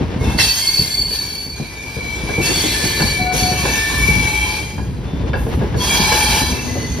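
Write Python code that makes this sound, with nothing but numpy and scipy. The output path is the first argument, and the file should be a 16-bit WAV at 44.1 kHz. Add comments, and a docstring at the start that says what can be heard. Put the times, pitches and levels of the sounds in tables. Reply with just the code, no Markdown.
"""Train wheels squeal and grind as a passenger train rolls slowly through a station yard,
heard from an open coach door. Wheel tones sing together with pitch-shifted reflections from the
moving coaches, and flanges pressed on the rail make noise that rings the wheels. Steel clangs,
wheels knock over joints and points as bursts in the coach body and bogie, and the rolling coach
rumbles and rattles as coloured noise."""
import sys
import numpy as np
from scipy import signal
from scipy.fft import rfft, irfft
from scipy.io import wavfile

SR = 44100
rng = np.random.default_rng(int(sys.argv[2]) if len(sys.argv) > 2 else 0)


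def pcm_store(signal):
    """Save signal as 16-bit PCM."""
    levels = np.round(np.clip(np.atleast_2d(signal), -1, 1) * 32767)
    wavfile.write(sys.argv[1], SR, levels.astype(np.int16).T)


N = 308700  # 7 seconds
T = np.arange(N) / SR
FREQS = np.fft.rfftfreq(N, 1 / SR) + 1e-3
HIGH_HZ, LOW_HZ = 4490, 2297  # pitches of the two long squeals
GEAR_PAN_DB = 2  # the running gear lies to the left: left minus right


def undb(db):
    """Decibels to gain."""
    return 10 ** (np.asarray(db) / 20)


def unit(x):
    """Scale to rms 1."""
    return x / np.sqrt(np.mean(x ** 2) + 1e-18)


def pan(db):
    """Gains that make the left louder than the right by db."""
    return undb([[db / 2], [-db / 2]])


def curves(table):
    """Each column of a timed table, joined by straight lines, sample by sample."""
    seconds, *columns = np.transpose(table)
    return [np.interp(T, seconds, column) for column in columns]


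def colour(points):
    """Gain at each frequency from rows of Hz and dB."""
    hz, db = np.transpose(points)
    return undb(np.interp(np.log(FREQS), np.log(hz), db))


def resonances(modes, freqs):
    """Response of a set of damped modes, each peaking at its own pitch."""
    return sum(undb(db) / (1 + 1j * (freqs / hz - hz / freqs) * hz / width) for hz, width, db in modes)


def walk(rate, size=N):
    """Random drift with spread near 1: a new target rate times a second, joined by straight lines."""
    place = np.arange(size) * rate / SR
    knots, k = rng.standard_normal(4096), place.astype(int)
    blend = place - k
    return knots[k] + (knots[k + 1] - knots[k]) * blend


def ears(mid, side, spread):
    """Left and right from a shared part and a diffuse part."""
    return np.array([mid + spread * side, mid - spread * side]) / np.sqrt(1 + spread ** 2)


def diffuseness(freqs):
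    """Long waves reach both ports alike, short ones less so; the difference eases again at the top."""
    return .16 + .68 * freqs / (freqs + 330) * freqs / (freqs + 165) / (1 + (freqs / 5500) ** 2)


def noise(gain, grain_db=0):
    """Spectrum of stereo noise with the given colour; grain_db makes its level uneven in tiny bursts."""
    mid, side = rfft(rng.standard_normal((2, N)) * undb(grain_db * walk(400)))
    return ears(mid, side, diffuseness(FREQS)) * gain


def band_rms(spectrum, lo_hz, hi_hz):
    """Strength of a stereo spectrum between two frequencies, used to set levels."""
    return np.sqrt(np.sum(abs(spectrum[:, (FREQS > lo_hz) & (FREQS < hi_hz)]) ** 2)) / N


def add(out, start, sound):
    """Mix a sound in at its time."""
    i = int(np.clip(start * SR, 0, N - 1))
    out[:, i:i + sound.shape[1]] += sound[:, :N - i]


WAVER_SHARE, WAVER_PER_S = 0.09, 14  # pitch waver as a share of the spread, and its rate
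SQUEAL_ROUGH_DB = 1.5  # flutter of a squeal's level as the contact chatters


def squeal(hz, spread_hz, reflected, size, second_db=-24, third_db=-32, lead=0, width=0.54, count=11):
    """One self-excited wheel mode; reflections come with their own Doppler shifts and beat against it."""
    step = 32  # the slow changes are worked out once every 32 samples
    slow = size // step + 2
    t = np.arange(size) / SR

    def drift(rate):
        return walk(rate * step, slow)

    def turn(shift_hz):
        cycles = np.cumsum(shift_hz) * step / SR
        return np.exp(2j * np.pi * (cycles + rng.random()))

    # the further a reflection is shifted, the weaker it is
    offsets = np.linspace(-2.8, 2.8, count)
    weights = unit(np.exp(-(offsets / 2) ** 2))
    paths = [weight * turn(spread_hz * (offset + .45 * drift(15.625)))
             for offset, weight in zip(offsets, weights)]
    # each reflection arrives from its own direction, so the ports hear it out of step
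    angles = width * rng.permutation(np.linspace(-1.5, 1.5, count))
    echoes = np.exp(1j * np.array([angles, -angles])) @ paths / np.sqrt(count)
    share = np.clip(reflected, 0, 1)
    # the pitch wavers with the load on the wheel, and the contact chatters
    waver = turn(WAVER_SHARE * spread_hz * drift(WAVER_PER_S))
    waver = waver * undb(SQUEAL_ROUGH_DB * drift(15.625))
    # lead: how far the left port's direct sound is ahead of the right's, in radians
    direct = np.exp(.5j * np.array([[lead], [-lead]]))
    swing = (np.sqrt(1 - share) * direct + np.sqrt(share) * echoes) * waver
    slow_t = np.arange(slow) * step / SR
    tone = np.array([np.interp(t, slow_t, s) for s in swing]) * np.exp(2j * np.pi * hz * t)
    # stick and slip add overtones
    overtones = sum(undb(db) * tone ** k / (abs(tone) + 1e-9) ** (k - 1)
                    for k, db in enumerate([second_db, third_db], 2) if k * hz < SR / 2)
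    return unit((tone + overtones).real)


def long_squeal(table, hz, gain_db, spread_hz, reflected, second_db, third_db, lead=0):
    """A wheel that keeps singing, its level swelling, dipping and fluttering."""
    level_db, = curves(table)
    edge_s = 0.013  # fade at each end
    held = np.clip(np.minimum(T - table[0][0], table[-1][0] - T) / edge_s, 0, 1)
    tone = squeal(hz, spread_hz, reflected, N, second_db, third_db, lead)
    return tone * undb(level_db + gain_db) * held


# How loud the high long squeal is over time.
# Each row: time in seconds, level in dB before the gain below.
HIGH_SQUEAL_LEVELS = [(0.372, -36), (0.386, -23), (.445, -18.5), (.475, -26), (.505, -16), (.575, -26),
                      (.605, -18), (.645, -22), (.68, -16), (.715, -20.5), (0.788, -14), (0.83, -20.5),
                      (0.904, -27.5), (0.948, -13.5), (.967, -27), (.987, -17), (1.085, -24), (1.13, -19),
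                      (1.16, -22.5), (1.284, -25.5), (1.45, -31.5), (1.53, -35.5), (1.8, -47)]


def high_squeal():
    """A high wheel mode sings, mostly heard through its reflections."""
    return long_squeal(HIGH_SQUEAL_LEVELS, HIGH_HZ, gain_db=1.2, spread_hz=39, reflected=.72,
                       second_db=-20, third_db=-21.5)


# How loud the low long squeal is over time.
# Each row: time in seconds, level in dB before the gain and pan below.
LOW_SQUEAL_LEVELS = [(1.2, -41), (1.45, -44), (1.8, -35.5), (2.14, -27.5), (2.25, -31), (2.38, -24.5),
                     (2.52, -29), (2.66, -37), (2.93, -32.5), (3.2, -23.5), (3.58, -26.5), (3.66, -28),
                     (3.79, -25), (3.95, -26), (4.12, -17), (4.26, -20.5), (4.5, -21.5), (4.63, -32.5),
                     (4.82, -51)]


def low_squeal():
    """A lower wheel mode sings, mostly heard directly and louder on the left."""
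    tone = long_squeal(LOW_SQUEAL_LEVELS, LOW_HZ, gain_db=1.5, spread_hz=30, reflected=.36,
                       second_db=-34, third_db=-44, lead=-1.15)
    return tone * pan(4.4)


# Short squeals and groans of the wheels, and the brief tones that ring after the steel strike at 0.385 s (the
# rows from 0.385 to 0.41 s at 1960, 2668 and 5507 Hz). Each row: start in seconds, end in seconds (when it
# begins to ring out), pitch in Hz, level in dB, reflected share from 0 to 1, pitch spread of the reflections in
# Hz.
SHORT_SQUEALS = [ (.225, .33, 2660, -34, .7, 35), (.19, .33, 2170, -38, .5, 20),
                 (.47, .62, 3215, -35, .9, 35), (.78, .96, 2115, -38, .6, 20), (.6, 1.0, 7500, -36, .6, 35),
                 (.235, .32, 3570, -37.5, .8, 30), (.394, .412, 2668, -15, .6, 60),
                 (.385, .412, 1960, -19, 1, 100), (.396, .41, 5507, -20, .8, 80),
                 (.385, .44, 3784, -29, .9, 70), (.42, .5, 2668, -31, .9, 50),
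                 (.385, .53, 4722, -29, .7, 35), (.4, .58, 9445, -33, .5, 45),
                 (.45, .8, 5255, -36.5, 1, 55), (.6, .76, 2145, -35, .6, 18), (.88, .98, 3446, -38, .7, 25),
                 (1.5, 1.94, 2390, -39, .25, 14), (2.32, 2.41, 2385, -30, .6, 16),
                 (2.41, 2.47, 2660, -27, .7, 45), (2.6, 3.22, 2390, -33, .5, 16),
                 (3.55, 3.8, 2385, -33, .5, 16), (3.55, 3.78, 2660, -33, .8, 35),
                 (4.2, 4.52, 3190, -35, .7, 25), (4.45, 4.52, 1005, -35, .6, 18),
                 (1.8, 2.36, 4810, -44.5, .9, 30), (1.853, 2.4, 4040, -43, .9, 30),
                 (2.45, 2.9, 7830, -34, .4, 40), (2.44, 2.606, HIGH_HZ, -22, 1, 28),
                 (2.45, 2.95, 2090, -35, 1, 70), (2.5, 2.7, 3446, -29, .3, 22),
                 (2.71, 3.08, 1748, -28.5, .65, 16), (2.6, 3.2, 4052, -29.5, .6, 28),
                 (2.6, 3.16, HIGH_HZ, -28, .6, 35), (2.8, 2.85, HIGH_HZ, -25, .6, 28),
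                 (3.007, 3.09, HIGH_HZ, -22.5, .94, 28), (3.18, 3.335, 734, -24.5, .1, 9),
                 (3.39, 3.51, 732, -25, .2, 10), (3.18, 3.44, 1470, -38, .2, 12),
                 (3.323, 3.434, 6280, -30, .7, 50), (3.375, 3.5, HIGH_HZ, -21, .6, 30),
                 (3.36, 4.0, 1750, -35, 1, 22), (3.62, 3.72, 1760, -29, .6, 18),
                 (3.715, 3.92, 1771, -23.2, .1, 12), (3.6, 4.0, 3560, -36, 1, 65),
                 (3.398, 4.45, 4070, -38, .9, 50), (4.06, 4.5, 855, -34, .4, 9),
                 (3.55, 3.6, 1115, -32, .7, 25), (3.88, 4.08, 1060, -33.5, 1, 60),
                 (3.997, 4.3, 10900, -38, .5, 50), (4.303, 4.55, 2385, -30, .95, 20),
                 (4.5, 4.74, 4810, -45, 1, 40), (5.03, 5.324, 3540, -47.5, 0, 20),
                 (5.795, 5.96, 3272, -22.5, .15, 20), (5.98, 6.3, 3270, -31, .9, 35),
                 (5.785, 5.86, 1000, -29, .7, 25), (5.86, 6.38, 970, -31, 1, 50),
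                 (5.85, 6.35, 2295, -25, .6, 20), (5.85, 6.28, 2360, -25, .7, 22),
                 (5.77, 6.32, 4984, -30.5, .9, 35), (5.95, 6.38, 4780, -29.5, .8, 35),
                 (5.88, 6.4, 5857, -31, .9, 35), (5.9, 6.28, 856, -24.5, .4, 12),
                 (5.95, 6.16, 4065, -25.5, .85, 45), (6.23, 6.42, 4040, -29, .8, 30),
                 (5.85, 6.39, 1745, -32, 1, 22), (6.297, 7.0, 248.6, -31, .57, 9),
                 (6.4, 7.0, 4460, -39.5, 1, 40), (6.58, 6.93, 6190, -37, .9, 40),
                 (6.6, 6.95, 6450, -42, 1, 100), (6.51, 6.65, 2659, -34, .6, 22),
                 (6.66, 6.89, 2015, -34.5, 1, 36)]
SQUEAL_RISE_SHARE = 0.16  # part of its length that a squeal takes to build up
# longest time to fade 20 dB; squeals shorter than the second value fade clearly sooner
SQUEAL_FALL_S, SQUEAL_FALL_LENGTH_S = 0.43, 0.29
GROAN_BELOW_HZ, GROAN_PAN_DB = 900, 5.5  # the low groans lie to the left: left minus right


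def short_squeals():
    """Modes that build up, hold briefly and ring out when the wheel lets go; a few brief ones ring after the
    steel strike at 0.385 s."""
    out = np.zeros((2, N))
    for start, end, hz, db, reflected, spread_hz in SHORT_SQUEALS:
        length = max(end - start, .01)
        rise = SQUEAL_RISE_SHARE * length
        fall = SQUEAL_FALL_S * np.tanh(length / SQUEAL_FALL_LENGTH_S)
        t = T[:int((length + 2 * fall) * SR)]
        build_up = np.sin(np.pi / 2 * np.minimum(t / rise, 1)) ** 2
        ring_out = 10 ** -(np.maximum(t - length, 0) / fall)
        tone = squeal(hz, spread_hz, reflected, len(t)) * build_up * ring_out
        add(out, start, tone * undb(db) * pan(GROAN_PAN_DB * (hz < GROAN_BELOW_HZ)))
    return out


# A flange presses on the rail, grows or weakens, then lets go.
# Each row: start in seconds, end in seconds, bite time in seconds, first level in dB, last level in dB,
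# then fine hiss, growl and wheel ring, each in dB relative to the grinding (all before later trims).
FLANGE_SCRAPES = [(0.184, .38, 0.13, -30, -39, -9, 15.5, -1), (0.372, 0.4, 0.028, -24, -21.5, -19, -0.5, 3),
                  (0.41, 0.94, 0.049, -28.5, -34.5, 0, 0.5, 2.5),
                  (1.055, 1.432, 0.095, -31, -40.5, -1.5, 0.5, 0),
                  (1.473, 2.4, .11, -44, -36, -11.5, 7.5, -1.5),
                  (2.398, 3.127, 0.053, -24, -29, -6, -2.5, -2),
                  (3.317, 3.44, 0.035, -27, -27.5, -3, 1.5, 0.5),
                  (3.475, 4.555, 0.16, -26, -31.5, -7.5, 4, 0),
                  (5.355, 5.514, .04, -51, -54.5, 7.5, 0, -10), (5.757, 6.39, 0.11, -25.5, -24, -5, 7, 1),
                  (6.44, 6.989, .11, -34, -39, -9.5, 4, -8)]
RELEASE_DB_PER_S = 68  # every scrape dies away alike, on top of its last level
# the treads alone, with the flanges clear (before later trims)
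IDLE_GRIND_DB, IDLE_HISS_DB = -59, -62


def flange_levels():
    """Gains of grind, hiss, growl, ring: a scrape bites, holds while drifting up or down, and lets go."""
    power = undb([[IDLE_GRIND_DB], [IDLE_HISS_DB], [IDLE_GRIND_DB], [IDLE_GRIND_DB]]) ** 2
    for start, end, bite_s, first_db, last_db, fine_db, growl_db, ring_db in FLANGE_SCRAPES:
        held_db = np.interp(T, [start, end], [first_db, last_db])
        db = held_db - RELEASE_DB_PER_S * np.maximum(T - end, 0)
        gain = np.clip((T - start) / bite_s, 0, 1) * undb(db)
        power = power + (gain * undb([[0], [fine_db], [growl_db], [ring_db]])) ** 2
    return np.sqrt(power)


# Tone colour of the grinding noise. Each row: frequency in Hz, relative strength in dB per Hz.
GRINDING_COLOUR = [(300, -60), (600, -2), (950, 6), (1300, -4.5), (1620, 6.5), (2000, -1.5), (2600, 3.5),
                   (3700, 4), (5200, 3), (6500, 7), (7800, -5.5), (9200, 3), (11000, -0.5), (13000, 0),
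                   (15500, -4)]
# Wheel resonances that the grinding rings.
# Each row: pitch in Hz, width in Hz, relative level in dB before the ring trim.
WHEEL_MODES = [(1752, 60, 2), (2142, 50, -1), (2300, 50, 4), (2385, 50, 5), (2668, 70, 6), (3200, 70, 7),
               (3446, 60, 2), (3780, 70, 0), (4052, 90, 6), (4482, 120, 5), (4740, 100, 1), (5240, 90, 2),
               (5500, 90, 2), (5857, 70, -1), (6080, 90, 2), (6500, 100, 2), (6950, 90, 1), (7500, 100, 7),
               (7900, 110, 8), (8150, 90, 3), (8520, 120, 2), (8970, 110, 1), (9445, 110, -1),
               (9850, 130, 0), (10420, 130, -1), (10950, 130, 1), (11430, 130, -1), (11960, 140, 0)]


def grinding(grind_db=-2, judder_db=1.0, ring_db=1, flare_db=5.5, drift_hz=22):
    """Dense slips of the flange growl, hiss and ring the wheel; each mode flares and drifts on its own."""
    grind, hiss, growl, ring = flange_levels()
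    sound, slips = noise(colour(GRINDING_COLOUR), grain_db=1.0), noise(colour(GRINDING_COLOUR))
    low = 1 / (1 + (FREQS / 7500) ** 6)
    deep = 1 / (1 + (FREQS / 1400) ** 6)
    ringing = 0
    for hz, width, db in WHEEL_MODES:
        # only positive frequencies are filled in, so turning the mode shifts its pitch
        mode = np.fft.ifft(slips / (1 + ((FREQS / hz - hz / FREQS) * hz / width) ** 2), N)
        drift = np.exp(2j * np.pi * np.cumsum(drift_hz * walk(16)) / SR)
        ringing = ringing + 2 * (mode * drift).real * undb(db + ring_db + flare_db * walk(12))
    middle_part = irfft(sound * low * (1 - deep), N) * grind
    growl_part = irfft(sound * deep, N) * growl
    coarse = (middle_part + growl_part + ringing * ring) / band_rms(sound, 5000, 6800)
    fine = irfft(sound * (1 - low), N) / band_rms(sound, 8500, 13000)
    return (coarse * undb(grind_db) + fine * hiss) * undb(judder_db * walk(45))


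def chirps(chirp_db=-6, scatter_db=3, length_s=0.098, glide=0.0056, count=300):
    """Other wheel modes catch for a moment and slip away again, as loud as the grinding drives them."""
    out, grind = np.zeros((2, N)), flange_levels()[0]
    for when, pitch, span, side in rng.random((count, 4)):
        t = T[:int(length_s * (.5 + span) * SR)]
        hz = 1900 * (7000 / 1900) ** pitch  # anywhere from 1900 to 7000 Hz
        bend = glide * (rng.standard_normal() * t / t[-1] + walk(71.4, len(t)))
        phase = 2 * np.pi * np.cumsum(hz * (1 + bend)) / SR
        db = chirp_db + scatter_db * np.clip(rng.standard_normal(), -2, 1)
        port_phase = np.array([[side - .5], [.5 - side]]) * 2
        swell = np.sin(np.pi * t / t[-1])
        add(out, when * N / SR, np.sin(phase + port_phase) * swell * undb(db))
    return out * grind


def blow(modes, t60, rise, bright_hz=8000, impact=0, hold=0, size=22050):
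    """One impact and the rattle after it die away in a set of modes; scaled by its first 40 ms."""
    t, freqs = T[:size], np.fft.rfftfreq(size, 1 / SR) + 1e-3
    # t60: seconds for the rattle to fade 60 dB after the hold
    fade = np.exp(-np.log(1000) * np.maximum(t - hold, 0) / t60)
    push = rng.standard_normal((2, size)) * (1 - np.exp(-t / rise)) * fade
    push[0, int(2 * rise * SR)] += impact * np.linalg.norm(push[0])
    dulling = 1 + np.sqrt(2) * 1j * freqs / bright_hz - (freqs / bright_hz) ** 2
    gain = resonances(modes, freqs) / dulling
    sound = irfft(ears(*rfft(push), diffuseness(freqs)) * gain, size)
    return sound / np.std(sound[:, :SR // 25])


# Steel striking steel.
# Each row: start in seconds, level in dB, rattle fade time in seconds, brightness limit in Hz.
STEEL_STRIKES = [(0.385, -24, 0.11, 6000), (2.289, -29, .12, 1000), (2.998, -22.5, 0.3, 900),
                 (3.652, -21.5, 0.24, 850), (4.779, -31.5, 0.22, 1100), (5.332, -23, 0.31, 1800),
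                 (5.465, -35, 0.12, 850), (5.611, -31, 0.33, 800), (5.742, -31.5, 0.067, 1200),
                 (6.115, -25, 0.13, 1400), (6.125, -23, 0.033, 7000), (3.004, -27, 0.017, 6000)]
# Modes that the strikes ring. Each row: pitch in Hz, width in Hz, relative level in dB.
STEEL_MODES = [(550, 140, 1.5), (856, 67, 8.5), (1014, 140, 5), (1480, 82, 5), (1640, 59, 14),
               (2220, 150, 3), (2670, 55, 10), (3040, 150, -1), (3531, 220, 0), (4650, 190, 7.5),
               (5650, 200, -11)]


def clangs():
    """A flange or coupling strikes hard and rings."""
    out = np.zeros((2, N))
    for start, db, t60, bright_hz in STEEL_STRIKES:
        add(out, start, blow(STEEL_MODES, t60, rise=0.00068, bright_hz=bright_hz, impact=0.3) * undb(db))
    return out


# The hardest knocks over joints and points.
# Each row: start in seconds, thud level in dB, thud pitch in Hz, clank level in dB, clank pitch in Hz
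# (levels before the trims below).
JOINT_KNOCKS = [(.004, -11.5, 128, -21, 268), (0.156, -12.5, 130, -31, 269), (.208, -17, 65, -25, 480),
                (0.268, -9, 65, -33, 300), (0.344, -14.5, 151, -25.5, 248), (0.391, -16.5, 80, -41, 270),
                (0.443, -30, 90.5, -35, 405), (0.787, -13, 172, -31, 415), (0.971, -27, 200, -34, 292),
                (1.106, -37, 100, -35, 470), (1.595, -15.5, 136, -26.5, 283), (1.961, -20, 130, -30.5, 477),
                (2.229, -16.5, 141, -39, 272), (2.288, -37, 90, -26.5, 450),
                (2.377, -10.5, 136, -19.5, 350), (2.492, -30, 90, -20, 327), (2.554, -21, 110, -29, 340),
                (2.635, -26, 100, -19.5, 330), (2.834, -14, 110, -23.5, 345), (2.998, -14.5, 150, -23, 324),
                (3.03, -11.5, 109, -38, 372), (3.207, -16.5, 169, -32, 340), (3.335, -20, 130, -25, 510),
                (3.416, -12.5, 159, -48, 340), (3.511, -16, 133, -32, 392), (3.628, -22, 100, -22, 387),
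                (4.081, -12.5, 170, -26, 453), (4.168, -15.5, 159, -35, 298), (4.779, -20.5, 130, -31, 270),
                (5.128, -13.5, 109, -34, 396), (5.23, -14.5, 110, -28.5, 430),
                (5.328, -24, 109, -22.5, 530), (5.462, -19, 120, -24, 460), (5.567, -10.5, 130, -33, 330),
                (5.608, -19, 109, -23, 530), (5.62, -17, 120, -24.5, 410), (5.744, -10, 120, -24, 464),
                (5.995, -11.5, 131, -27, 420), (6.115, -20, 110, -20.5, 490), (6.283, -15, 139, -44, 280),
                (6.411, -13, 85, -26, 265), (6.505, -15.5, 65.4, -35, 270), (6.629, -21, 70, -48, 274),
                (6.752, -19, 100, -25, 542)]
# Modes of the coach body. Each row: pitch in Hz, width in Hz, relative level in dB.
BODY_MODES = [(81.6, 10.6, 12.5), (119, 41, 8), (162, 43, -1), (221, 16, 2)]
# Modes of the bogie, the wheel frame under the coach.
# Each row: multiple of the clank pitch, width in Hz, relative level in dB.
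BOGIE_MODES = [(.8, 60, -11), (1, 60.3, 8.5), (1.3, 60, -2), (2.2, 200, -4)]
PANEL_WIDTH_HZ, PANEL_DB = 27, 8  # the floor panel that a thud sets ringing


def bogie_at(hz, gain_db=0):
    """The bogie's modes follow the pitch of the clank."""
    return [(multiple * hz, width, db + gain_db) for multiple, width, db in BOGIE_MODES]


def knocks(thud_db=-6.5, clank_db=-1):
    """Each joint clanks the bogie and thuds through the coach body and one of its floor panels."""
    out = np.zeros((2, N))
    for start, thud, panel_hz, clank, clank_hz in JOINT_KNOCKS:
        body = BODY_MODES + [(panel_hz, PANEL_WIDTH_HZ, PANEL_DB)]
        low_thud = blow(body, t60=0.24, rise=0.003716, bright_hz=267, impact=0.72, hold=0.017)
        add(out, start, low_thud * undb(thud + thud_db) * pan(GEAR_PAN_DB / 2))
        metal = blow(bogie_at(clank_hz), t60=0.12, rise=0.00208, bright_hz=610, impact=0.48, hold=0.026)
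        add(out, start, metal * undb(clank + clank_db) * pan(GEAR_PAN_DB))
    return out


# How rough the track is under the coach.
# Each row: time in seconds, rumble in dB, rattle in dB (before later trims).
TRACK_ROUGHNESS = [(0.0, -26, -25), (0.25, -17, -25.5), (0.54, -29.5, -38), (1.05, -30.5, -35.5),
                   (1.21, -31, -38), (1.89, -31.5, -38.5), (2.48, -21, -25.5), (2.73, -26.5, -27.5),
                   (3.29, -24.5, -28), (3.53, -22.5, -26), (3.84, -25, -31), (4.13, -17, -29.5),
                   (4.46, -27, -30.5), (4.8, -22.5, -34.5), (5.79, -20, -26.5), (6.16, -23.5, -27.5),
                   (7.0, -23, -31)]


def jolts(jolt_db=-3, scatter_db=2, count=36):
    """Small bumps at random moments all along shake body and bogie, harder where the track is rough."""
    out, (rumble, _) = np.zeros((2, N)), curves(TRACK_ROUGHNESS)
    modes = BODY_MODES + bogie_at(340, gain_db=-26)  # the bogie's usual pitch in Hz
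    for k, (late, weakness) in enumerate(rng.random((count, 2))):
        bump = blow(modes, t60=0.078, rise=0.00312, bright_hz=500, impact=0.36)
        add(out, (k + late) / count * N / SR, bump * undb(jolt_db - 2 * scatter_db * weakness))
    return out * undb(rumble)


# Tone colour of the rolling noise. Each row: frequency in Hz, relative strength in dB per Hz.
ROLLING_COLOUR = [(20, -34), (35, -11.5), (58, 6.5), (85, 1.5), (130, -2), (230, -7.5), (450, -11),
                  (650, -20.5), (980, -19), (1300, -27.5), (1700, -25.5), (3000, -30), (6000, -39.5),
                  (15000, -77)]


def rolling(rumble_db=-1, rattle_db=-3, throb_db=2, shake_db=2):
    """Rough wheels drum the coach body; loose running gear rattles above the rumble."""
    rumble, rattle = curves(TRACK_ROUGHNESS)
    sound = noise(colour(ROLLING_COLOUR), grain_db=-1.0)
    low = 1 / (1 + (FREQS / 250) ** 4)
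    body = irfft(sound * low, N) / band_rms(sound, 40, 250)
    gear = irfft(sound * (1 - low), N) / band_rms(sound, 280, 680) * pan(GEAR_PAN_DB)
    body = body * undb(rumble + rumble_db + throb_db * walk(13))
    return body + gear * undb(rattle + rattle_db + shake_db * walk(28))


def scene():
    """Wheel squeals and grinding over the knocks and rumble of the coach."""
    squeals = high_squeal() + low_squeal() + short_squeals()
    wheels = squeals + grinding() + chirps()
    coach = clangs() + knocks() + jolts() + rolling()
    return wheels + coach


# Phase between the two microphone ports. Each row: frequency in Hz, left minus right in radians.
PORT_PHASE = [(0, 0), (500, 0), (1200, 1.1), (2300, -.3), (3200, .9), (4400, .1), (5400, .8), (5750, -1.7),
              (7300, -3.1), (10400, -6.3), (11600, -6.3), (14000, -9.4)]


def record(dry):
    """Two microphone ports hear the sound out of step; peaks clip and the top is cut."""
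    phase = np.interp(FREQS, *np.transpose(PORT_PHASE))
    ported = irfft(rfft(dry) * np.exp(.5j * np.array([phase, -phase])), N)
    top_cut = signal.ellip(10, .2, 80, 15700, fs=SR, output="sos")  # cut above 15700 Hz
    return signal.sosfilt(top_cut, np.clip(ported, -1, 1))


dry = scene()
out = record(dry)
pcm_store(out)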